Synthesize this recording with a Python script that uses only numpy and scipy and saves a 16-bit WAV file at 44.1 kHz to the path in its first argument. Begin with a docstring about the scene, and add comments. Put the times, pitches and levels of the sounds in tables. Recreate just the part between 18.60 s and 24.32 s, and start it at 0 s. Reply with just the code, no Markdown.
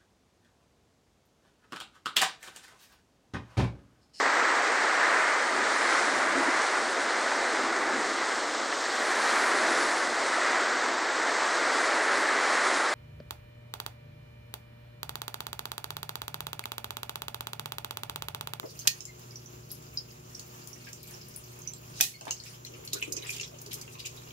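"""In a small hard-walled workshop with a humming motor, a steel caulking gun is squeezed.
Its catch snaps, the spring and rod tick under load, the catch snaps free and the gun is put down.
Then a glass strip is slid off a wooden board and clinks against its neighbours.
Impacts are decaying clusters of modes, friction is a crowd of tiny ringing slips,
and the walls add a short noise-like tail."""
import sys
import numpy as np
from scipy import signal
from scipy.fft import rfft, irfft
from scipy.io import wavfile

SR = 44100
rng = np.random.default_rng(int(sys.argv[2]) if len(sys.argv) > 2 else 0)


def master_out(mix):
    """Clip the mix to full scale and print it as 16-bit PCM to the path in sys.argv[1]."""
    frames = np.transpose(np.atleast_2d(mix))
    ceiling = np.clip(frames, -1, 1)
    pcm = np.round(ceiling * 32767).astype(np.int16)
    wavfile.write(sys.argv[1], SR, pcm)


N = 252252   # samples

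# Levels of events and curves are relative: each layer may add an offset of its own.
# catch snapping: (time [s], level [dB], treble [dB], left-right [dB], rattle t60 [s],
# rebound level [dB], room level [dB], room t60 [s])
SNAPS = [(0.2731, -9.5, -2.5, -2.5, 0.022, -0.5, -13, 0.17), (3.4094, -6, 3.5, -2, 0.012, -6, -13, 0.26)]
# spectrum of the glass strip: (frequency [Hz], level [dB per Hz])
GLASS = [(590, -98), (1000, -11), (1310, -43), (1710, -18.5), (2560, 1), (2940, -2.5), (3670, -8),
         (3980, -8), (7190, -6), (8260, -15), (9060, -10.5), (9830, -16), (12800, -12), (14900, -14.5),
         (16000, -26)]
# spectrum of the wooden board: (frequency [Hz], level [dB per Hz])
BOARD = [(220, -9), (320, -18), (410, 16), (520, -7), (800, -14.5), (1200, 0), (2000, -50)]
# phase by which the left microphone leads: (frequency [Hz], lead [rad])
LEAD = [(150, 0), (300, 1.4), (690, 2.8), (1500, 3.3), (3000, 5), (5000, 12.1), (16000, 38.8)]


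def from_db(db):
    """Amplitude gain is ten to the power of a twentieth of the decibels."""
    return 10 ** (np.asarray(db) / 20)


def rms_one(x):
    """Normalise the mean power, so that the rms is 1."""
    return x / np.sqrt(np.mean(x ** 2) + 1e-20)


def at_hz(points, hz):
    """Interpolate a spectrum on a logarithmic frequency axis."""
    f, value = np.transpose(points)
    return np.interp(np.log(hz + 1), np.log(f), value)


def in_time(rows):
    """Interpolate each column of a time curve at every sample."""
    s, *columns = np.transpose(rows)
    return [np.interp(np.arange(N) / SR, s, c) for c in columns]


def drift(rate):
    """Random modulation: independent normal values, rate per second, joined by straight lines."""
    return np.interp(np.arange(N) / SR * rate, np.arange(4096), rng.standard_normal(4096))


def add(out, s, sound, pan_db=0):
    """Superpose a sound at a time, placed by the level difference between the microphones."""
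    i = int(np.clip(s * SR, 0, out.shape[1] - 1))
    panned = sound * from_db([[pan_db / 2], [-pan_db / 2]])
    out[:, i:i + sound.shape[-1]] += panned[:, :out.shape[1] - i]


def coloured(white, db_at):
    """Spectral shaping and interchannel coherence: two unrelated signals become a pair of rms 1."""
    # correlation of the two microphones, limited below: (frequency [Hz], correlation [-])
    likeness = [(60, 8), (130, 0.9), (290, 3.5), (640, 0.61), (1400, 0.56), (3100, 0.35), (7000, 0.21)]
    # level difference of the microphones: (frequency [Hz], left-right [dB])
    balance = [(200, -2), (300, 12.5), (600, 0), (4500, 1), (6400, -8), (8200, -2.5), (10500, 9.5),
               (13000, 3)]
    hz = np.fft.rfftfreq(white.shape[1], 1 / SR)
    mid, side = rfft(white) * from_db(db_at(hz))
    alike = np.clip(at_hz(likeness, hz), -.99, .99)
    pair = np.sqrt(1 + alike) * mid + np.sqrt(1 - alike) * side * [[1], [-1]]
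    pair[1] *= np.exp(-1j * np.interp(hz, *np.transpose(LEAD)))
    balanced = pair * from_db(at_hz(balance, hz) * np.array([[.5], [-.5]]))
    return rms_one(irfft(balanced, white.shape[1]))


def strike(db_at, t60, rise_s=0.0015, ripple_db=6.0, size=8192):
    """High modal density: a contact excites countless close modes unevenly; they decay together."""
    t = np.arange(size) / SR
    fade = from_db(-60 * t / max(t60, .004)) * (1 - np.exp(-t / rise_s))
    clusters = np.geomspace(1500, 16000, 60)
    favoured = ripple_db * rng.standard_normal(len(clusters))   # depends on the spot that is touched

    def rippled(hz):
        """Uneven excitation added to the mean spectrum."""
        return db_at(hz) + np.interp(hz, clusters, favoured)
    ring = coloured(rng.standard_normal((2, size)), rippled) * fade
    energy = np.mean(np.sum(ring ** 2, axis=1))
    return ring * np.sqrt(np.sum(fade ** 2) / energy)


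def resonance(hz, centre_hz, q):
    """Response in dB of a single resonator of quality factor q."""
    ratio = (hz + 1) / centre_hz
    return -10 * np.log10(1 + (q * (ratio - 1 / ratio)) ** 2)


def treble(hz, edge_hz=8500):
    """Contact stiffness: a weight from 0 to 1 where a hard contact is brighter than a soft one."""
    return .5 + .5 * np.tanh((hz - edge_hz) / 1200)


def friction(spectrum, spread_db, cycles, count, size):
    """Micro-slip friction: uneven slips each ring one mode, which falls 60 dB in a few cycles."""
    when, pitch, strength, *phases = rng.random((5, count, 1))
    low_hz, high_hz = spectrum[0][0], spectrum[-1][0]
    hz = low_hz * (high_hz / low_hz) ** pitch
    gain = from_db(at_hz(spectrum, hz) - spread_db * np.log(strength + .03)) * hz
    turns = hz * np.arange(size) / SR
    fade = gain * np.exp(-np.log(1000) * turns / cycles) * np.minimum(turns, 1)
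    at = ((when * N).astype(int) + np.arange(size)).ravel()
    channels = []
    for phase in phases:   # one set of phases for each microphone
        slips = fade * np.sin(2 * np.pi * (turns + phase))
        channels.append(np.bincount(at, slips.ravel(), N)[:N])
    return rms_one(np.array(channels))


def room(x, wet_db, t60=0.14, gap_s=0.0013, uneven_db=0.5, size=13230):
    """Reverberation: after a brief gap, wall echoes bunch up into a short, uneven decaying tail."""
    t = np.arange(size) / SR
    bunches = uneven_db * np.interp(t, np.linspace(0, t[-1], 120), rng.standard_normal(120))
    onset = np.clip(t / gap_s - .5, 0, 1)
    tail = rng.standard_normal((2, size)) * from_db(bunches - 60 * t / t60) * onset
    tail /= np.sqrt(np.sum(tail ** 2, axis=1, keepdims=True))
    return x + from_db(wet_db) * signal.oaconvolve(x, tail, axes=1)[:, :x.shape[1]]


def split_mode(hz, t, spread=.014, count=5):
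    """Beating: loosely joined plates split a mode into close partners, unlike at each microphone."""
    jitter = rng.uniform(-1.05, 1, (count, 2, 1)) / count
    detune = np.linspace(-1, 1, count)[:, None, None] + jitter
    phase = rng.random(detune.shape)
    partners = np.sin(2 * np.pi * (hz * (1 + spread * detune) * t + phase)) / (1 + 2 * detune ** 2)
    return rms_one(np.sum(partners, axis=0)) / np.sqrt(2)


def one_mode(hz, t60, rise_s, size=4096):
    """A damped oscillator swells and dies; its phase lags at the right microphone."""
    t = np.arange(size) / SR
    lag = np.interp(hz, *np.transpose(LEAD)) * np.array([[0], [1]])
    return np.sin(2 * np.pi * hz * t - lag) * from_db(-60 * t / t60) * (1 - np.exp(-t / rise_s))


def workshop(waver_db=1.85, wander_rad=0.74, rumble_db=-56.0, air_db=-53.5, air_waver_db=1.87):
    """Tonal and broadband noise: a motor's wavering lines over low rumble and a wavering hiss."""
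    # motor hum: (frequency [Hz], rms level before wavering [dB])
    hum_lines = [(60, -68), (120.2, -54), (149.2, -60), (241, -66.5), (360.7, -64), (480, -72.5),
                 (602, -72.5)]
    # spectrum of the rumble: (frequency [Hz], level [dB per Hz])
    rumble_spectrum = [(15, -51), (25, -25), (45, -32), (65, 3.5), (95, -0.5), (170, 3.5), (270, -8),
                       (450, -2), (750, -21), (1500, -34)]
    # spectrum of the hiss: (frequency [Hz], level [dB per Hz])
    air_spectrum = [(100, 1.5), (700, 6), (1200, 6), (2000, -3), (2800, 1), (3600, -5), (5500, -2.5),
                    (7200, 3), (8300, -21), (11000, -8), (15500, -5.5)]
    t = np.arange(N) / SR
    hum = 0
    for hz, db in hum_lines:
        gain = from_db(db + waver_db * drift(8.3)) * np.sqrt(2)
        hum = hum + gain * np.sin(2 * np.pi * (hz * t + rng.random()) + wander_rad * drift(4.3))
    rumble = coloured(rng.standard_normal((2, N)), lambda hz: at_hz(rumble_spectrum, hz))
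    air = coloured(rng.standard_normal((2, N)), lambda hz: at_hz(air_spectrum, hz))
    return hum + from_db(rumble_db) * rumble + from_db(air_db + air_waver_db * drift(16)) * air


def rubbing(level_db=-5.5, waver_db=3, wavers_per_s=12.1):
    """Sliding friction: fine, wavering crackle of the rod creeping through its guide."""
    # rod and hand rubbing on the gun: (time [s], level [dB])
    rub_curve = [(0.0, -56), (0.33, -52.5), (0.46, -63), (0.95, -60.5), (1.14, -61), (2.65, -55),
                 (3.39, -60), (3.59, -54), (3.95, -49)]
    # spectrum of the rubbing: (frequency [Hz], level [dB per Hz])
    rub_spectrum = [(1000, -18), (2600, 3), (3600, -5), (5200, 6), (7000, -6), (8300, -4), (10500, -7.5),
                    (15500, -1.5)]
    rub_db, = in_time(rub_curve)
    crackle = friction(rub_spectrum, spread_db=5.0, cycles=24, count=4500, size=256)
    gain = from_db(rub_db + level_db + waver_db * drift(wavers_per_s))
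    moving = np.arange(N) / SR < rub_curve[-1][0]
    return room(gain * crackle * moving, wet_db=4.5)


def sliding(board_db=-5.5, scrape_db=-2.0, catching_db=2.5, catches_per_s=77):
    """Friction between glass and wood: the board rumbles; the edge scrapes as it catches and lets go."""
    # glass dragged over the board: (time [s], board rumble level [dB], scrape level [dB])
    slide_curve = [(4.05, -80, -51), (4.12, -55, -60.5), (4.3, -58, -57), (4.346, -46, -55),
                   (4.394, -65, -47.5), (4.5, -54.5, -56), (4.6, -51, -54.5), (4.66, -54.5, -46),
                   (4.75, -66, -45.5), (4.86, -57, -55), (4.95, -62, -62.5), (5.28, -57, -58),
                   (5.5, -68, -57.5), (5.72, -52, -59)]
    rumble_db, edge_db = in_time(slide_curve)
    board = friction(BOARD, spread_db=2.0, cycles=11, count=1800, size=1400)
    edge = friction(GLASS, spread_db=5.5, cycles=26, count=4000, size=256)
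    rumble = from_db(rumble_db + board_db) * board
    scrape = from_db(edge_db + scrape_db + catching_db * drift(catches_per_s)) * edge
    moving = np.arange(N) / SR > slide_curve[0][0]
    return room((rumble + scrape) * moving, wet_db=2.5)


def scuffs(per_s=1500, size=8192):
    """Resonant filtering of friction: a brief run of random slips swells and fades in one resonance."""
    # one part scuffing another: (time [s], length [s], level [dB], centre frequency [Hz], sharpness q [-])
    scuff_events = [(0.075, 0.045, -53, 4970, 2.5), (1.102, 0.011, -46.5, 4830, 2.4),
                    (2.265, 0.02, -50.5, 2300, 2.8), (3.328, 0.18, -48, 4900, 1.3),
                    (3.672, 0.025, -44.5, 2430, 0.81), (3.819, 0.088, -53, 3700, 0.34),
                    (4.325, 0.013, -39, 3930, 1.8), (4.347, 0.036, -53, 1490, 5.1),
                    (4.622, 0.051, -52, 2120, 1.4), (4.631, 0.038, -56.5, 950, 1.7),
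                    (4.672, 0.027, -48, 6270, 1), (4.717, 0.035, -46.5, 4700, 0.89),
                    (5.105, 0.026, -47, 3560, 0.92), (5.314, 0.028, -51.5, 5860, 0.9),
                    (5.383, 0.031, -47.5, 3950, 1.3), (5.441, 0.031, -43, 2670, 5.6),
                    (5.61, 0.026, -56.5, 4000, 0.65)]
    out = np.zeros((2, N))
    for s, length, db, pitch_hz, q in scuff_events:
        slips = (rng.random(size) < per_s / SR) * rng.standard_normal((2, size))
        swell = np.sin(np.pi * np.minimum(np.arange(size) / SR / length, 1))
        grains = coloured(slips, lambda hz: 2 * resonance(hz, pitch_hz, q))
        add(out, s, from_db(db) * swell * grains)
    return room(out, wet_db=2.5)


def squeaks(rough=.025):
    """Stick-slip oscillation, fast enough to make an unsteady pitch."""
    # sticking parts: (time [s], length [s], frequency [Hz], glide [share], level [dB], octave level [dB])
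    squeak_events = [(0.47, 0.048, 2164, -0.055, -58, -11), (0.722, 0.018, 2240, .01, -65, -24),
                     (2.269, 0.013, 1648, 0.04, -51.5, -23), (3.537, 0.024, 2213, -0.041, -50, -1)]
    out = np.zeros((2, N))
    for s, length, pitch_hz, glide, db, octave_db in squeak_events:
        along = np.linspace(0, 1, int(length * SR))
        hz = pitch_hz * (1 + glide * along + rough * drift(700)[:len(along)])
        phase = 2 * np.pi * np.cumsum(hz) / SR
        tone = np.sin(phase) + from_db(octave_db) * np.sin(2 * phase)
        add(out, s, from_db(db) * np.sin(np.pi * along ** 0.65) * tone * 2)
    return room(out, wet_db=1.0)


def knocks(level_db=3.5, thud_db=-30.5, thud_hz=292, thud_q=0.45, thud_t60=0.022):
    """Long contact time: soft knocks wake only low, damped modes; each snap also jolts the cartridge."""
    # hand, cartridge and board: (time [s], level [dB], centre frequency [Hz], sharpness q [-], t60 [s])
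    knock_events = [(0.0305, -38, 880, 1.5, 0.017), (.038, -35, 486, 2.2, 0.039),
                    (0.05, -38.5, 477, 3.4, 0.072), (.2525, -43.5, 800, 0.83, 0.054),
                    (3.4019, -30, 1140, 0.23, 0.027), (3.6103, -44, 696, 1.6, 0.1),
                    (3.651, -39, 720, 1.4, 0.022), (3.669, -31, 715, 1.3, 0.033),
                    (3.679, -31, 730, 0.77, 0.027), (3.688, -37, 900, 1.1, 0.031),
                    (3.702, -42, 804, 1.7, 0.075), (4.092, -48.5, 373, 2.3, 0.15),
                    (4.159, -48, 358, 3.6, 0.078), (4.225, -50, 433, 4.3, 0.08),
                    (4.334, -42, 404, 12, 0.17), (4.352, -44.5, 416, 13, 0.16),
                    (4.425, -44.5, 428, 6.9, 0.13), (4.478, -39.5, 390, 11, 0.12),
                    (4.512, -42, 395, 6.4, 0.068), (4.57, -43, 390, 6, 0.1), (4.766, -50.5, 420, 7.4, 0.13),
                    (4.922, -49, 564, 8.2, 0.11), (5.07, -52, 400, 4.2, 0.28), (5.35, -53, 1070, 6.9, 0.13)]
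    out = np.zeros((2, N))
    for s, db, pitch_hz, q, t60 in knock_events:
        knock = strike(lambda hz: 2 * resonance(hz, pitch_hz, q), t60, rise_s=0.00063)
        add(out, s, from_db(db + level_db) * knock)
    for s, db, *_ in SNAPS:
        thud = strike(lambda hz: 2 * resonance(hz, thud_hz, thud_q), thud_t60)
        add(out, s, from_db(db + thud_db + level_db) * thud)
    return room(out, wet_db=-4.0)


def rod(level_db=6.5, bright_db=8.5):
    """Impulsive excitation: short ticks, some brighter than others, as the loaded parts shift."""
    # rod, trigger and cartridge: (time [s], level [dB], treble [dB], left-right [dB])
    tick_events = [(0.106, -48.5, 13, 6), (0.192, -38, -2.5, -3), (0.407, -35.5, -20, -0.5),
                   (0.454, -35.5, -11, 7.5), (0.595, -49, 3, 2), (1.1153, -30, 10, -3),
                   (1.225, -52.5, -5, 3), (1.519, -44.5, 21, -2), (1.7955, -38.5, -10.5, -2),
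                   (2.074, -42.5, 1, 7), (2.289, -46.5, -10, 1), (2.331, -39, -13, 1),
                   (2.431, -43.5, 10, 2), (2.51, -44.5, 3, 0), (2.685, -45, 9, 0), (2.762, -35.5, 18, 1.5),
                   (2.99, -47.5, 8, -2), (3.136, -39, -7, -1), (3.611, -39, -15, 3), (3.654, -43, -7, -4),
                   (3.709, -21.5, -10.5, 2), (3.838, -45, -27, -7)]
    # spectrum of a tick: (frequency [Hz], level [dB per Hz])
    tick_spectrum = [(200, -42), (1500, -37), (2700, -6), (3500, -8.5), (5200, 4), (7000, 8), (8500, -2.5),
                     (11000, -7.5), (16000, -6.5)]
    out = np.zeros((2, N))
    for s, db, treble_db, pan_db in tick_events:
        def colour(hz):
            """Tick spectrum with the treble set by the contact."""
            return at_hz(tick_spectrum, hz) + (treble_db + bright_db) * treble(hz)
        tick = strike(colour, t60=0.022, rise_s=0.0004)
        add(out, s - .001, from_db(db + level_db) * tick, pan_db)
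    return room(out, wet_db=-3.0, gap_s=.005)


def spring(level_db=5.5, q=5.3):
    """Modal resonance: a slipping coil rings in one narrow, steep-sided cluster of modes."""
    # coils and small steel parts: (time [s], level [dB], centre frequency [Hz], left-right [dB])
    ping_events = [(0.195, -34, 5900, 5), (0.708, -44, 5200, -6), (.757, -34, 5750, 4),
                   (0.8595, -41.5, 5840, -2), (1.115, -32.5, 12000, 0), (1.3734, -22.5, 5000, 0.5),
                   (1.749, -33, 5720, 3), (2.1306, -38.5, 5760, -3), (2.5393, -41.5, 5540, -5),
                   (3.018, -38.5, 6570, 2), (3.0743, -25.5, 6000, 2), (3.611, -41, 2750, 0),
                   (3.652, -46.5, 2620, -5), (3.7095, -29, 2790, 2), (3.799, -34, 4500, 1.5)]
    out = np.zeros((2, N))
    for s, db, pitch_hz, pan_db in ping_events:
        ping = strike(lambda hz: 3 * resonance(hz, pitch_hz, q), t60=0.026, rise_s=0.0022)
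        add(out, s - .0005, from_db(db + level_db) * ping, pan_db)
    return room(out, wet_db=-3.5, gap_s=.005)


def glass(level_db=-0.5, mode_db=6.5, body_db=6.5, bright_db=13.5, body_edge_hz=3500, board_db=-30.5):
    """Modal excitation: flat touches ring low modes, edge touches high ones; the board booms below."""
    # strips touching: (time [s], level [dB], body [dB], treble [dB], left-right [dB],
    # frequency of the mode struck hardest [Hz], level of that mode [dB])
    clink_events = [(4.0492, -36, -24, -22.5, 9, 4100, -34.5), (4.2493, -34.5, -33, -3, 0, 5100, -49),
                    (4.2757, -35, -32, -33, 6, 4340, -34), (4.3321, -17.5, -24, -16.5, -0.5, 3910, -26.5),
                    (4.425, -23, 1.5, -24, -0.5, 2510, -21), (4.5222, -22, -53, -15, -3.5, 6580, -27),
                    (4.566, -23.5, -62, -30, -2.5, 6000, -34), (4.624, -41, -15, -7, 6, 3000, -41),
                    (4.6936, -40, -1, 0, -1, 2454, -23.5), (4.7037, -26, -60, -12.5, -1, 7260, -33),
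                    (4.724, -34, -15, -19, 1, 4860, -44), (4.764, -32, -8, -11, -7, 6930, -40),
                    (4.782, -36, -8, -18, -4, 7200, -41), (4.798, -30, -10, -30, 5.5, 2750, -27),
                    (4.8105, -26.5, -22, -22, -1, 5300, -39), (4.986, -39.5, -39, -29, 0, 2680, -62),
                    (5.015, -34, -43, -2, 2, 5200, -53), (5.0612, -35.5, -18, -15, 0, 4750, -40),
                    (5.117, -37, -1, -15, 4, 3070, -42), (5.13, -28, -12, -7, 5, 5200, -38),
                    (5.1403, -26.5, -41, -8.5, -2, 5100, -36.5), (5.2124, -30.5, -29, -16.5, 1, 4900, -52),
                    (5.31, -46, -1, -22, 4, 2600, -55), (5.393, -43, -12, -8, 10, 2900, -44),
                    (5.402, -37.5, -1, -13, 1, 4820, -35), (5.453, -33, -19, -14, -3, 2600, -50),
                    (5.4584, -26.5, -21, -22, 2, 2620, -43), (5.469, -32, -14, -12, 4, 5100, -37),
                    (5.706, -45, -2, -19, 6, 3200, -45)]
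    out, near = np.zeros((2, 2, N))
    for s, db, low_db, treble_db, pan_db, ring_hz, ring_db in clink_events:
        def colour(hz):
            """Glass spectrum with body and treble set by the contact."""
            body = (low_db + body_db) / (1 + (hz / body_edge_hz) ** 10)
            return at_hz(GLASS, hz) + body + (treble_db + bright_db) * treble(hz)
        clink = strike(colour, t60=0.034, rise_s=0.002, ripple_db=3.0)
        add(out, s - .0005, from_db(db + level_db) * clink, pan_db)
        mode = one_mode(ring_hz, t60=0.016, rise_s=0.0008)   # damped by the hand
        add(near, s, from_db(ring_db + mode_db) * mode, pan_db)
        boom = strike(lambda hz: at_hz(BOARD, hz) + resonance(hz, centre_hz=580, q=1.0), t60=0.29)
        add(out, s, from_db(db + board_db) * boom)
    clinks = room(out, wet_db=-4.0, t60=0.22, gap_s=0.0023, uneven_db=3.5)
    return clinks + room(near, wet_db=-7.0, gap_s=0.0068)


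def catch(modes_db=-10.5, rebound_s=0.003, build_up_s=0.00066, walls_treble_db=-2.5,
          walls_rise_s=0.0073, bunch_db=1, bunches_per_s=300, clamp_db=7.5, clamp_t60=0.055):
    """Impact and modal decay: the sprung plate hits the frame, rebounds once; frame and walls ring on."""
    # dense ring of the frame: (frequency [Hz], level [dB per Hz])
    frame_spectrum = [(150, -20), (550, -34), (1000, -19.5), (1500, -11), (1850, 0.5), (2180, -9),
                      (2550, 3.5), (3400, -0.5), (4600, 2.5), (5600, 2), (6300, 4.5), (7300, -2.5),
                      (9000, -3.5), (11000, -1.5), (13500, 0.5), (15200, -4), (16000, -12.5)]
    # clearest modes: (frequency [Hz], t60 [s], level at first snap [dB], level at second snap [dB])
    frame_modes = [(770, 0.35, -38, -31.5), (1850, 0.2, -19, -22.5), (2516, 0.25, -21, -17),
                   (4070, 0.28, -28, -23.5), (4350, 0.16, -10, -24), (4860, 0.12, -11, -31),
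                   (6110, 0.18, -17.5, -13), (6320, 0.24, -13, -21.5)]
    out = np.zeros((2, N))
    for k, (s, db, treble_db, pan_db, t60, rebound_db, wet_db, room_t60) in enumerate(SNAPS):
        def colour(hz):
            """Frame spectrum, brighter for a harder blow."""
            return at_hz(frame_spectrum, hz) + treble_db * treble(hz, edge_hz=7300)

        def walls_colour(hz):
            """Frame spectrum with the treble dulled by the walls."""
            return colour(hz) + walls_treble_db * treble(hz)
        crack = strike(colour, t60, rise_s=0.00026, ripple_db=2.0)
        rebound = strike(colour, t60, rise_s=0.00084, ripple_db=2.0)
        add(crack, rebound_s, from_db(rebound_db) * rebound)

        wash = strike(walls_colour, room_t60, walls_rise_s, ripple_db=2.5, size=16384)
        t = np.arange(wash.shape[1]) / SR
        bunches = bunch_db * drift(bunches_per_s)[:len(t)]   # echoes arrive in uneven bunches
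        wash = wash * from_db(wet_db + bunches)

        ring = 0
        for hz, mode_t60, *mode_db in frame_modes:
            ring = ring + from_db(mode_db[k] - 60 * t / mode_t60) * split_mode(hz, t)
        # most of the ring dies while the plate still presses on the frame
        clamped = 1 + from_db(clamp_db - 60 * t / clamp_t60)
        ring = ring * np.minimum(t / build_up_s, 1) * clamped
        add(out, s, from_db(db) * crack, pan_db)
        add(out, s, from_db(db) * (wash + from_db(modes_db) * ring), pan_db)
    return out


def gain_control(x, threshold_db=-28.0, window_s=0.11, attack_s=0.028, release_db_per_s=7.0):
    """Dynamic compression: a loud, bright sound turns the gain down; it creeps back steadily."""
    power = np.cumsum(np.mean(np.diff(x, prepend=0) ** 2, axis=0))   # differencing favours treble
    lag = int(window_s * SR)
    windowed = power - np.pad(power, (lag, 0))[:N]
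    level_db = 10 * np.log10(np.maximum(windowed, 1e-12) / lag)
    slope = release_db_per_s * np.arange(N) / SR
    excess_db = np.maximum(level_db - threshold_db, 0)
    cut_db = np.maximum.accumulate(excess_db + slope) - slope   # falls no faster than the release
    keep = np.exp(-1 / (attack_s * SR))
    return x * from_db(-signal.lfilter([1 - keep], [1, -keep], cut_db))


def scene():
    """Superposition of workshop, glass and gun."""
    gun = catch() + spring() + rod() + squeaks() + rubbing()
    return gun + knocks() + scuffs() + glass() + sliding() + workshop()


def record(dry, ceiling=.9, cutoff_hz=15700):
    """Compression, saturation and low-pass: gain ducks, sharp peaks are rounded, the top is cut steeply."""
    held = gain_control(dry)
    rounded = held / (1 + (held / ceiling) ** 4) ** (1 / 4)
    low_pass = signal.ellip(12, .1, 90, cutoff_hz, fs=SR, output="sos")
    return signal.sosfilt(low_pass, rounded)


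dry = scene()
out = record(dry)
master_out(out)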